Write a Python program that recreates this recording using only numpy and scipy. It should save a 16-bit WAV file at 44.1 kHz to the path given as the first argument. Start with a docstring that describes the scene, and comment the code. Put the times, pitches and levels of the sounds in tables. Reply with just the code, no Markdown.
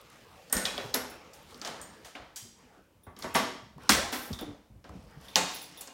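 """A bare hallway, one hand-held microphone near two hollow panel doors worked by hand.
First a closet knob clicks and its spring rings; the door is pulled free, swings open and, past 3 s,
knocks shut. Near 4 s the hall door's latch snaps and its bolt slides over the plate. A dog's tags,
faint until now, tinkle, and near the end that door is bumped. Each knock rings on in the hallway;
in between, feet thud and clothes rub softly over the quiet air of the house."""
import sys
import numpy as np
from scipy import signal
from scipy.fft import rfft, irfft, next_fast_len
from scipy.io import wavfile
from scipy.ndimage import map_coordinates

SR = 44100
rng = np.random.default_rng(int(sys.argv[2]) if len(sys.argv) > 2 else 0)


def master(y):
    """Save y as 16-bit WAV."""
    cut = np.clip(np.atleast_2d(y).T, -1, 1)
    pcm = np.round(cut * 32767)  # scale
    wavfile.write(sys.argv[1], SR, pcm.astype(np.int16))


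N = 261513
TIME = np.arange(N) / SR
AGE = TIME[:SR]  # seconds since a contact
BAND_HZ = np.geomspace(30, 18000, 34)

# resonances of each struck part: pitch_hz, lift_db (over its broad ring)
KNOB = [(192, 6.5), (249, 10.5), (501, 7), (1494, 12.5), (1827, 15), (5447, 5), (6660, 8), (8965, 15.5),
        (11252, 13), (13055, 9.5)]
BOLT = [(406, 7.2), (542, 8.7), (1843, 5.8), (2502, 7.6), (3368, 13), (3908, 9.9), (5543, 3.1)]
CLOSET_LATCH = [(253, 16), (410, 7), (492, 7.7), (618, 2.8), (869, 2.3), (1455, 6.5), (1749, 2.5),
                (2047, 5), (5447, 8.6), (11450, 15)]
LIGHT_TAPS = [(300, 8), (545, 3), (725, 3.5), (1290, 6), (3050, 4.5), (7700, -26.5)]
HINGE = [(3170, 11), (4830, 8), (5730, 9), (6550, 8), (7560, 8.5)]
CLOSET_PANEL = [(168, 2.5), (207, 10.5), (253, 10.5), (294, 8), (369, 6), (640, 5), (948, 8), (1140, 9.5),
                (1749, 2), (2029, 5), (3253, 5.5), (5495, 8), (6602, 5), (11200, 10.5)]
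HALL_LATCH = [(220, 5.3), (251, 16), (291, 16.7), (749, 3.6), (1060, 7), (1330, 8), (1560, 7.6), (1760, 5),
              (1959, 6.3), (2214, 2.1), (3398, 5.9), (4228, 2.3), (5592, 6.3), (7593, 2.9), (9123, 3.9)]
HALL_PANEL = [(179, 7.4), (281, 10), (403, 3.7), (523, 4.4), (736, 4.6), (892, 8.6), (1053, 6.2),
              (2481, 7.7), (2828, 8.6), (3708, 5.6), (4340, 6.1), (5997, 2.7), (6719, 8.3), (7527, 6.8)]
# which part is being struck: from_s, resonances, decay_ratio (to the hallway's decay time)
STRUCK_PARTS = [(0, KNOB, 1.18), (.6, BOLT, 0.87), (.9, CLOSET_LATCH, 0.9), (1.3, LIGHT_TAPS, 1.1),
                (2.3, HINGE, 1.1), (3.0, CLOSET_PANEL, 0.97), (3.7, HALL_LATCH, 0.91),
                (4.3, LIGHT_TAPS, 1.02), (5.1, HALL_PANEL, 0.99)]
# decay between the bare walls: frequency_hz, t60_s
HALLWAY_DECAY = [(60, 0.36), (250, 0.57), (700, 0.65), (1800, 0.59), (5000, 0.64), (9000, 0.48),
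                 (15000, 0.28)]
# colour all knocks share at the microphone: frequency_hz, level_db
KNOCK_COLOUR = [(50, -16), (120, -21), (200, -4), (330, -2), (480, 0), (720, 3), (1200, 0.5), (1900, 0.5),
                (2600, -4), (3400, -2), (5000, -3.5), (8000, -2.5), (11000, -4), (16000, 1)]
# knob, latch and door contacts: start_s, snap_db, snap_hz, snap_t60_s, ring_db, tilt_db_per_octave
DOOR_CONTACTS = [ (.498, -50, 5970, .012, -45, -4), (.526, -20, 10500, 0.016, -27, -1),
                 (.551, -37, 7900, .018, -36.5, -9), (.567, -31.5, 5930, .012, -28, -2),
                 (0.653, -25, 3800, 0.02, -29, 1.5), (.779, -32.5, 3460, 0.0062, -29.5, -3),
                 (.940, -25.5, 4840, 0.032, -27.5, -0.5), (0.9443, -25, 10560, 0.0024, -25, -2),
                 (1.333, -53.5, 6030, 0.031, -57.5, 3.5), (1.544, -50, 4400, 0.01, -52, 1),
                 (1.615, -38, 4700, 0.013, -35.5, -1.5), (1.648, -37.5, 4420, 0.015, -30.5, -0.5),
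                 (1.674, -39.5, 5600, 0.02, -34.5, -3), (1.814, -43.5, 8400, 0.0089, -47, -0.5),
                 (2.0466, -51.5, 5130, 0.023, -43.5, 1), (2.1508, -42.5, 2405, .044, -34.5, -1),
                 (2.359, -43.5, 5830, .016, -47.5, 4.5), (3.066, -58, 1110, .017, -41, -1),
                 (3.164, -52.5, 4340, 0.012, -47, -2), (3.189, -49, 9500, .011, -47.5, -0.5),
                 (3.223, -39, 4300, 0.012, -39, 1), (3.242, -40.5, 1300, 0.0086, -28.5, -1.5),
                 (3.342, -39.5, 11000, .025, -46, -1.5), (3.348, -32, 2600, 0.0061, -17, 0),
                 (3.3522, -34.5, 8100, 0.013, -22, -2), (3.400, -33, 510, 0.025, -37, -1),
                 (3.78, -51, 795, .02, -49, -3.5), (3.892, -17, 5430, 0.016, -16.5, 1.5),
                 (3.893, -17.5, 1380, 0.042, -23, 2), (3.918, -25, 1890, 0.032, -25, 6),
                 (4.125, -46, 3850, 0.018, -26.5, 0), (4.329, -40, 4330, .03, -56, 6),
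                 (4.389, -45, 3870, .02, -38, -1), (4.410, -45.5, 14000, .015, -36.5, -7.5),
                 (4.841, -58, 3880, .013, -42.5, -4), (4.892, -50, 1100, .016, -46, -8),
                 (5.283, -50.5, 3470, .018, -51, -1.5), (5.357, -15.5, 4550, 0.005, -18.5, 0.4),
                 (5.808, -40.5, 9100, 0.046, -45.5, 1), (5.872, -47, 6100, 0.039, -43.5, -2)]
def doors(early_gain=0.69, early_s=0.018, rise_s=0.0024, wash_db=-2.0, panel_db=-34.5):
    """Each contact snaps, rings its part and fills the hallway, strongest in the first reflections."""
    out, bands = np.zeros(N), noise_bands()
    onset = swell(rise_s) * (1 + early_gain * np.exp(-AGE / early_s))
    hallway_t60 = at_hz(HALLWAY_DECAY, BAND_HZ)[:, None]
    decays = [fade(ratio * hallway_t60) * onset for _, _, ratio in STRUCK_PARTS]
    for start_s, snap_db, snap_hz, snap_t60, ring_db, tilt_db in DOOR_CONTACTS:
        part = sum(start_s >= from_s for from_s, _, _ in STRUCK_PARTS[1:])
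        _, resonances, decay_ratio = STRUCK_PARTS[part]
        blow = ring_db, tilt_db, snap_hz
        offset = rng.integers(bands.shape[1] - SR)
        dying_bands = bands[:, offset:offset + SR] * decays[part]
        gains = from_db(wash_db + blow_db(BAND_HZ, *blow) + at_hz(KNOCK_COLOUR, BAND_HZ))
        wash = resonate(gains @ dying_bands, resonances)
        tones = from_db(panel_db) * low_modes(resonances, blow, decay_ratio) * onset
        add(out, start_s, snap(snap_db, snap_hz, snap_t60) + wash + tones)
    return out


def snap(db, hz, t60, width_ratio=1.377, skirt_db=-19, rise_s=0.001):
    """The direct sound of a contact: a brief noise burst around one pitch, with a wide, weak skirt."""
    burst = rng.standard_normal(len(AGE)) * fade(t60) * swell(rise_s) + 1e-18
    core = bandpass(burst, np.clip([hz / width_ratio, hz * width_ratio], 100, .45 * SR))
    skirt = bandpass(burst, np.clip([hz / 4, hz * 4], 50, .45 * SR), order=1)
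    click = core + from_db(skirt_db) * skirt
    return from_db(db) * click / click[:SR // 200].std()  # level set by the first 5 ms


def blow_db(hz, ring_db, tilt_db, snap_hz, reach_ratio=1.7, fall_db_per_octave=20.5, max_fall_db=29.5):
    """How hard a contact drives each frequency: a briefer one snaps higher and rings further up."""
    octaves_beyond = np.log2(1 + (hz / (reach_ratio * snap_hz)) ** 4) / 4
    fall_db = np.minimum(fall_db_per_octave * octaves_beyond, max_fall_db)  # soft contacts keep some grit
    return ring_db + tilt_db * np.log2(hz / 1000) - fall_db


def resonate(wash, resonances, q=38.0):
    """Lift the narrow bands in which a part rings."""
    out = wash
    for hz, db in resonances:
        bandwidth_hz = hz / q + 8
        b, a = signal.iirpeak(hz, hz / bandwidth_hz, fs=SR)
        out = out + (from_db(db) - 1) * signal.lfilter(b, a, wash)
    return out


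def low_modes(resonances, blow, decay_ratio, limit_hz=1250):
    """A part's lowest modes stand far enough apart to sound as separate decaying tones."""
    out = np.zeros(len(AGE))
    for hz, db in resonances:
        if hz < limit_hz:
            envelope = from_db(db + blow_db(hz, *blow)) * fade(decay_ratio * at_hz(HALLWAY_DECAY, hz))
            out += envelope * np.sin(2 * np.pi * (hz * AGE + rng.random()))
    return out


# partials of the knob and its spring: pitch_hz, level_db, t60_s
SPRING_MODES = [(5540, -14, .5), (6690, -11, .3), (7040, -4, .5), (8236, 0, .42), (8450, -8, .25),
                (8640, -7, .25), (8818, -5, .33), (11210, -14, .2), (12970, -15, .2)]
# jolts to the closet knob: start_s, level_db
KNOB_TOUCHES = [(0.525, -30), (.567, -30), (1.816, -42)]
def knob_spring(gain_db=-6.0):
    """A jolt sets the knob and its spring ringing thinly."""
    out = np.zeros(N)
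    for start_s, db in KNOB_TOUCHES:
        add(out, start_s, from_db(db + gain_db) * metal_ring(SPRING_MODES, shimmer=.8, per_s=152.0))
    return out


# partials of each tag: pitch_hz, level_db, t60_s
LARGE_TAG = [(3300, -8, .35), (3500, -3, .42), (3600, -6, .35), (3700, -4, .38), (3860, -11, .3),
             (5098, -16, .3), (5674, -9, .17)]
SMALL_TAG = [(9570, -8, .25), (11100, -5, .26), (14170, -6, .1), (14740, -9, .22), (15000, -10, 0.12),
             (15460, -10, .2)]
# the tags touch: start_s, large_tag_db, small_tag_db
TAG_TOUCHES = [(1.098, -75, -54), (3.035, -73, -61.5), (4.33, -49, -60), (4.389, -51.5, -56),
               (4.411, -54, -57), (5.283, -56.5, -61), (5.545, -65, -42.5), (5.618, -57, -46.5),
               (5.774, -54.5, -48)]
def dog_tags(gain_db=5.0):
    """The dog's two tags strike each other and both ring, the small one higher."""
    out = np.zeros(N)
    for start_s, large_db, small_db in TAG_TOUCHES:
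        add(out, start_s, from_db(large_db + gain_db) * metal_ring(LARGE_TAG, shimmer=1.4, per_s=197.0))
        add(out, start_s, from_db(small_db + gain_db) * metal_ring(SMALL_TAG, shimmer=4.5, per_s=312.0))
    return out


def metal_ring(modes, shimmer, per_s):
    """Decaying partials of small metal; reflections make each one shimmer on its own."""
    out, knots = 0, np.arange(0, 1.1, 1 / per_s)
    for hz, db, t60 in modes:
        echoes = np.interp(AGE, knots, rng.standard_normal((len(knots), 2)) @ [1, 1j])
        tone = np.exp(2j * np.pi * (hz * AGE + rng.random())) * (1 + shimmer * echoes)
        out = out + from_db(db) * fade(t60) * tone.real
    return out / np.sqrt(1 + 2 * shimmer ** 2)


# footfalls on the hallway floor and dull bumps of the doors: start_s, level_db, pitch_hz, t60_s
THUDS = [(0.554, -31, 240, 0.13), (0.833, -40, 416, 0.2), (.841, -36, 120, .13), (0.949, -21, 472, 0.056),
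         (1.539, -51, 245, 0.56), (1.878, -57, 69.4, 0.23), (2.19, -48.5, 74.3, .24),
         (2.42, -47, 106, 0.13), (2.439, -50.5, 230, 0.35), (2.63, -56, 248, 0.32),
         (2.778, -55, 190.7, .21), (2.948, -59, 89.7, 0.28), (3.069, -42, 89, 0.14),
         (3.358, -34, 206.6, 0.54), (3.623, -41.5, 114, .082), (3.759, -40, 150, 0.13),
         (3.894, -42, 67.4, 0.44), (3.895, -20.5, 208.7, 0.2), (3.97, -41, 70, 0.22),
         (4.304, -20, 205, 0.042), (4.313, -24, 91.4, .085), (4.425, -27.5, 307, 0.06),
         (4.472, -38, 291.7, 0.27), (4.481, -39.5, 97, 0.14), (4.70, -40.5, 110, .06),
         (4.755, -42, 103.6, 0.1), (4.892, -29.5, 81.2, 0.084), (4.949, -34, 186, 0.11),
         (4.981, -45, 70, 0.099), (5.037, -39, 149, 0.067), (5.167, -36, 140, 0.1),
         (5.364, -26.5, 517, 0.17), (5.37, -37.5, 182.4, 0.52)]
def thuds(rise_s=0.0072, scuff_db=-7):
    """A soft push swings the floor or a door briefly, with a dull scuff on top."""
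    out = np.zeros(N)
    for start_s, db, hz, t60 in THUDS:
        scuff = bandpass(rng.standard_normal(SR), [hz / 2, hz * 2])
        swing = np.sin(2 * np.pi * hz * AGE) + from_db(scuff_db) * scuff / scuff.std()
        add(out, start_s, from_db(db) * swing * fade(t60) * swell(rise_s))
    return out


# arm, clothes and swinging doors on the move: start_s, length_s, rub_db, hiss_db
MOVES = [(-.1, 0.78, -57, -61.5), (0.607, 0.26, -43, -50.5), (.95, 0.21, -51, -62.5),
         (1.166, 0.86, -54, -65), (1.454, 0.055, -53, -56.5), (1.66, 0.15, -51.5, -78),
         (2.541, 0.24, -59.5, -72), (3.17, 0.33, -49, -58), (3.776, .545, -49, -57),
         (3.912, .11, -36, -45.5), (4.861, 0.58, -60, -67), (5.185, 0.62, -56, -57),
         (5.417, 0.16, -71, -46)]
def movement(idle_rub_db=-72, idle_hiss_db=-87.5):
    """Envelopes of rub and hiss: movements add in power, over cloth that never quite rests."""
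    rub_power, hiss_power = from_db(idle_rub_db) ** 2, from_db(idle_hiss_db) ** 2
    for start_s, length_s, rub_db, hiss_db in MOVES:
        move = stroke(start_s, length_s, attack_s=0.063, release_t60=0.57)
        rub_power += (from_db(rub_db) * move) ** 2
        hiss_power += (from_db(hiss_db) * move) ** 2
    return np.sqrt(rub_power), np.sqrt(hiss_power)


# dull rub of cloth and bright hiss of its fibres: frequency_hz, density_db
RUB_COLOUR = [(18, -36.5), (30, -5.5), (135, -6.5), (397, -7.5), (481, -2), (655, -8.5), (908, -5.5),
              (1020, -10.5), (1100, -8.5), (3000, -19.5), (3900, -44), (6600, -120)]
HISS_COLOUR = [(1180, -24), (2000, -6.5), (3040, -1.5), (4410, -4.5), (5210, -3.5), (8120, -12.5),
               (15100, -19), (16000, -20)]
def clothes(rub, hiss, rub_db=-1.0, hiss_db=-0.46, uneven_db=0.5, grain_db=1.5):
    """Moving cloth makes friction noise that catches and lets go."""
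    catch_db = uneven_db * flutter(25)
    cloth = rub * from_db(rub_db + catch_db) * coloured(RUB_COLOUR, patchy_db=5.0, per_s=15.0)
    grain = from_db(hiss_db + catch_db + grain_db * flutter(400))
    fibres = hiss * grain * coloured(HISS_COLOUR, patchy_db=2.5, per_s=12.0)
    return cloth + fibres


# metal sliding on metal at the hall door: frequency_hz, density_db
SLIDE_COLOUR = [(2000, -24), (5000, -11), (9000, -2), (13000, 3), (16000, -3)]
def bolt_slide(start_s=4.118, length_s=0.18, level_db=-40, sag_db_per_s=-78, grain_db=1.5):
    """The latch bolt slides over its plate, losing pressure as it goes."""
    sag_db = sag_db_per_s * np.clip(TIME - start_s, 0, length_s)
    envelope = from_db(level_db + sag_db) * stroke(start_s, length_s, attack_s=0.0073, release_t60=0.3)
    return envelope * from_db(grain_db * flutter(300)) * coloured(SLIDE_COLOUR)


def loose_ticks(hiss, per_s=12, relative_db=-3.5, spread_db=7.5, low_hz=3500, high_hz=13000):
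    """Loose hardware ticks faintly at random, its level following the hiss of the movement."""
    out = np.zeros(N)
    for when, pitch, size in rng.random((int(per_s * N / SR), 3)):
        hz = low_hz * (high_hz / low_hz) ** pitch
        add(out, when * TIME[-1], snap(relative_db + spread_db * (2 * size - 1), hz, t60=.012))
    return out * hiss


# the floor under the microphone: frequency_hz, density_db
RUMBLE_COLOUR = [(25, -10.5), (45, -1), (70, -1), (110, -9), (200, -7), (400, -29.5), (1000, -70.5)]
def floor_rumble(gain_db=-1.0, still_db=-73.5, shake_db=-31.5, weight_share=0.49, db_per_octave=-2.5):
    """Every thud shakes the floor: a low one most, a heavy one less than in proportion."""
    power = np.full(N, from_db(still_db) ** 2)
    for start_s, db, hz, _ in THUDS:
        strength = from_db(shake_db + weight_share * db + db_per_octave * np.log2(hz / 100))
        add(power, start_s, (strength * swell(rise_s=.015) * fade(t60=0.56)) ** 2)
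    return np.sqrt(power) * from_db(gain_db) * coloured(RUMBLE_COLOUR, patchy_db=5.0)


# room tone in the hallway: frequency_hz, density_db
AIR_COLOUR = [(40, -5), (300, 1), (1000, -13.5), (4000, -20.5), (16000, -24)]
def house_air(level_db=-68.5):
    """The still air of the house is a faint, steady, dull noise."""
    return from_db(level_db) * coloured(AIR_COLOUR)


def from_db(db):
    """Decibels to gain."""
    return 10 ** (np.asarray(db) / 20)


def at_hz(points, hz):
    """Read a table on a log-frequency axis."""
    table_hz, value = np.transpose(points)
    return np.interp(np.log(hz), np.log(table_hz), value)


def add(out, start_s, sound):
    """Mix a sound in at a time."""
    i = int(round(start_s * SR))
    out[i:i + len(sound)] += sound[:N - i]


def fade(t60):
    """Exponential decay, one second long."""
    return from_db(-60 * AGE / t60)


def swell(rise_s):
    """Build-up from silence to one."""
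    return 1 - np.exp(-AGE / rise_s)


def stroke(start_s, length_s, attack_s, release_t60):
    """Envelope of one movement: attack, hold, release."""
    age = TIME - start_s
    return np.clip(age / attack_s, 0, 1) * from_db(-60 * np.clip((age - length_s) / release_t60, 0, 3))


def flutter(per_s):
    """Random wander with a spread near 1."""
    knots = np.arange(0, N / SR + 1, 1 / per_s)
    return np.interp(TIME, knots, rng.standard_normal(len(knots)))


def bandpass(x, edges_hz, order=2):
    """Keep the band between two edges."""
    return signal.sosfilt(signal.butter(order, edges_hz, "band", fs=SR, output="sos"), x)


def noise_bands(size=2 ** 17):
    """White noise split into overlapping bands that sum back to it."""
    white = rfft(rng.standard_normal(size))
    hz = np.arange(size // 2 + 1) * SR / size
    return np.array([irfft(white * np.interp(hz, BAND_HZ, band)) for band in np.eye(len(BAND_HZ))])


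def coloured(spectrum, patchy_db=0, per_s=16.0):
    """Noise of a given colour, rms 1; each narrow band wanders on its own by about patchy_db."""
    hz, times, cells = signal.stft(rng.standard_normal(N), SR, nperseg=1024)
    patches = rng.standard_normal((len(BAND_HZ), len(times)))
    band_index = np.interp(hz, BAND_HZ, np.arange(len(BAND_HZ)))
    grid = np.meshgrid(band_index, times * per_s, indexing="ij")
    wander = from_db(patchy_db * map_coordinates(patches, grid, order=1))
    size = next_fast_len(N)
    bins = rfft(signal.istft(cells * wander, SR)[1], size)
    colour = from_db(at_hz(spectrum, np.linspace(1, SR / 2, len(bins))))
    noise = irfft(bins * colour, size)[:N]
    return noise / noise.std()


def scene():
    """The hallway in mono, from one hand-held microphone."""
    rub, hiss = movement()
    contacts = doors() + knob_spring() + dog_tags() + thuds()
    friction = clothes(rub, hiss) + bolt_slide()
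    background = floor_rumble() + house_air()
    return (contacts + friction + loose_ticks(hiss) + background)[None]


def record(dry, low_cut_hz=42, high_cut_hz=16000):
    """The microphone thins the deep bass; the top is cut steeply."""
    thinned = signal.sosfilt(signal.butter(4, low_cut_hz, "high", fs=SR, output="sos"), dry)
    return signal.sosfilt(signal.ellip(10, .2, 80, high_cut_hz, fs=SR, output="sos"), thinned)


dry = scene()
out = record(dry)
master(out)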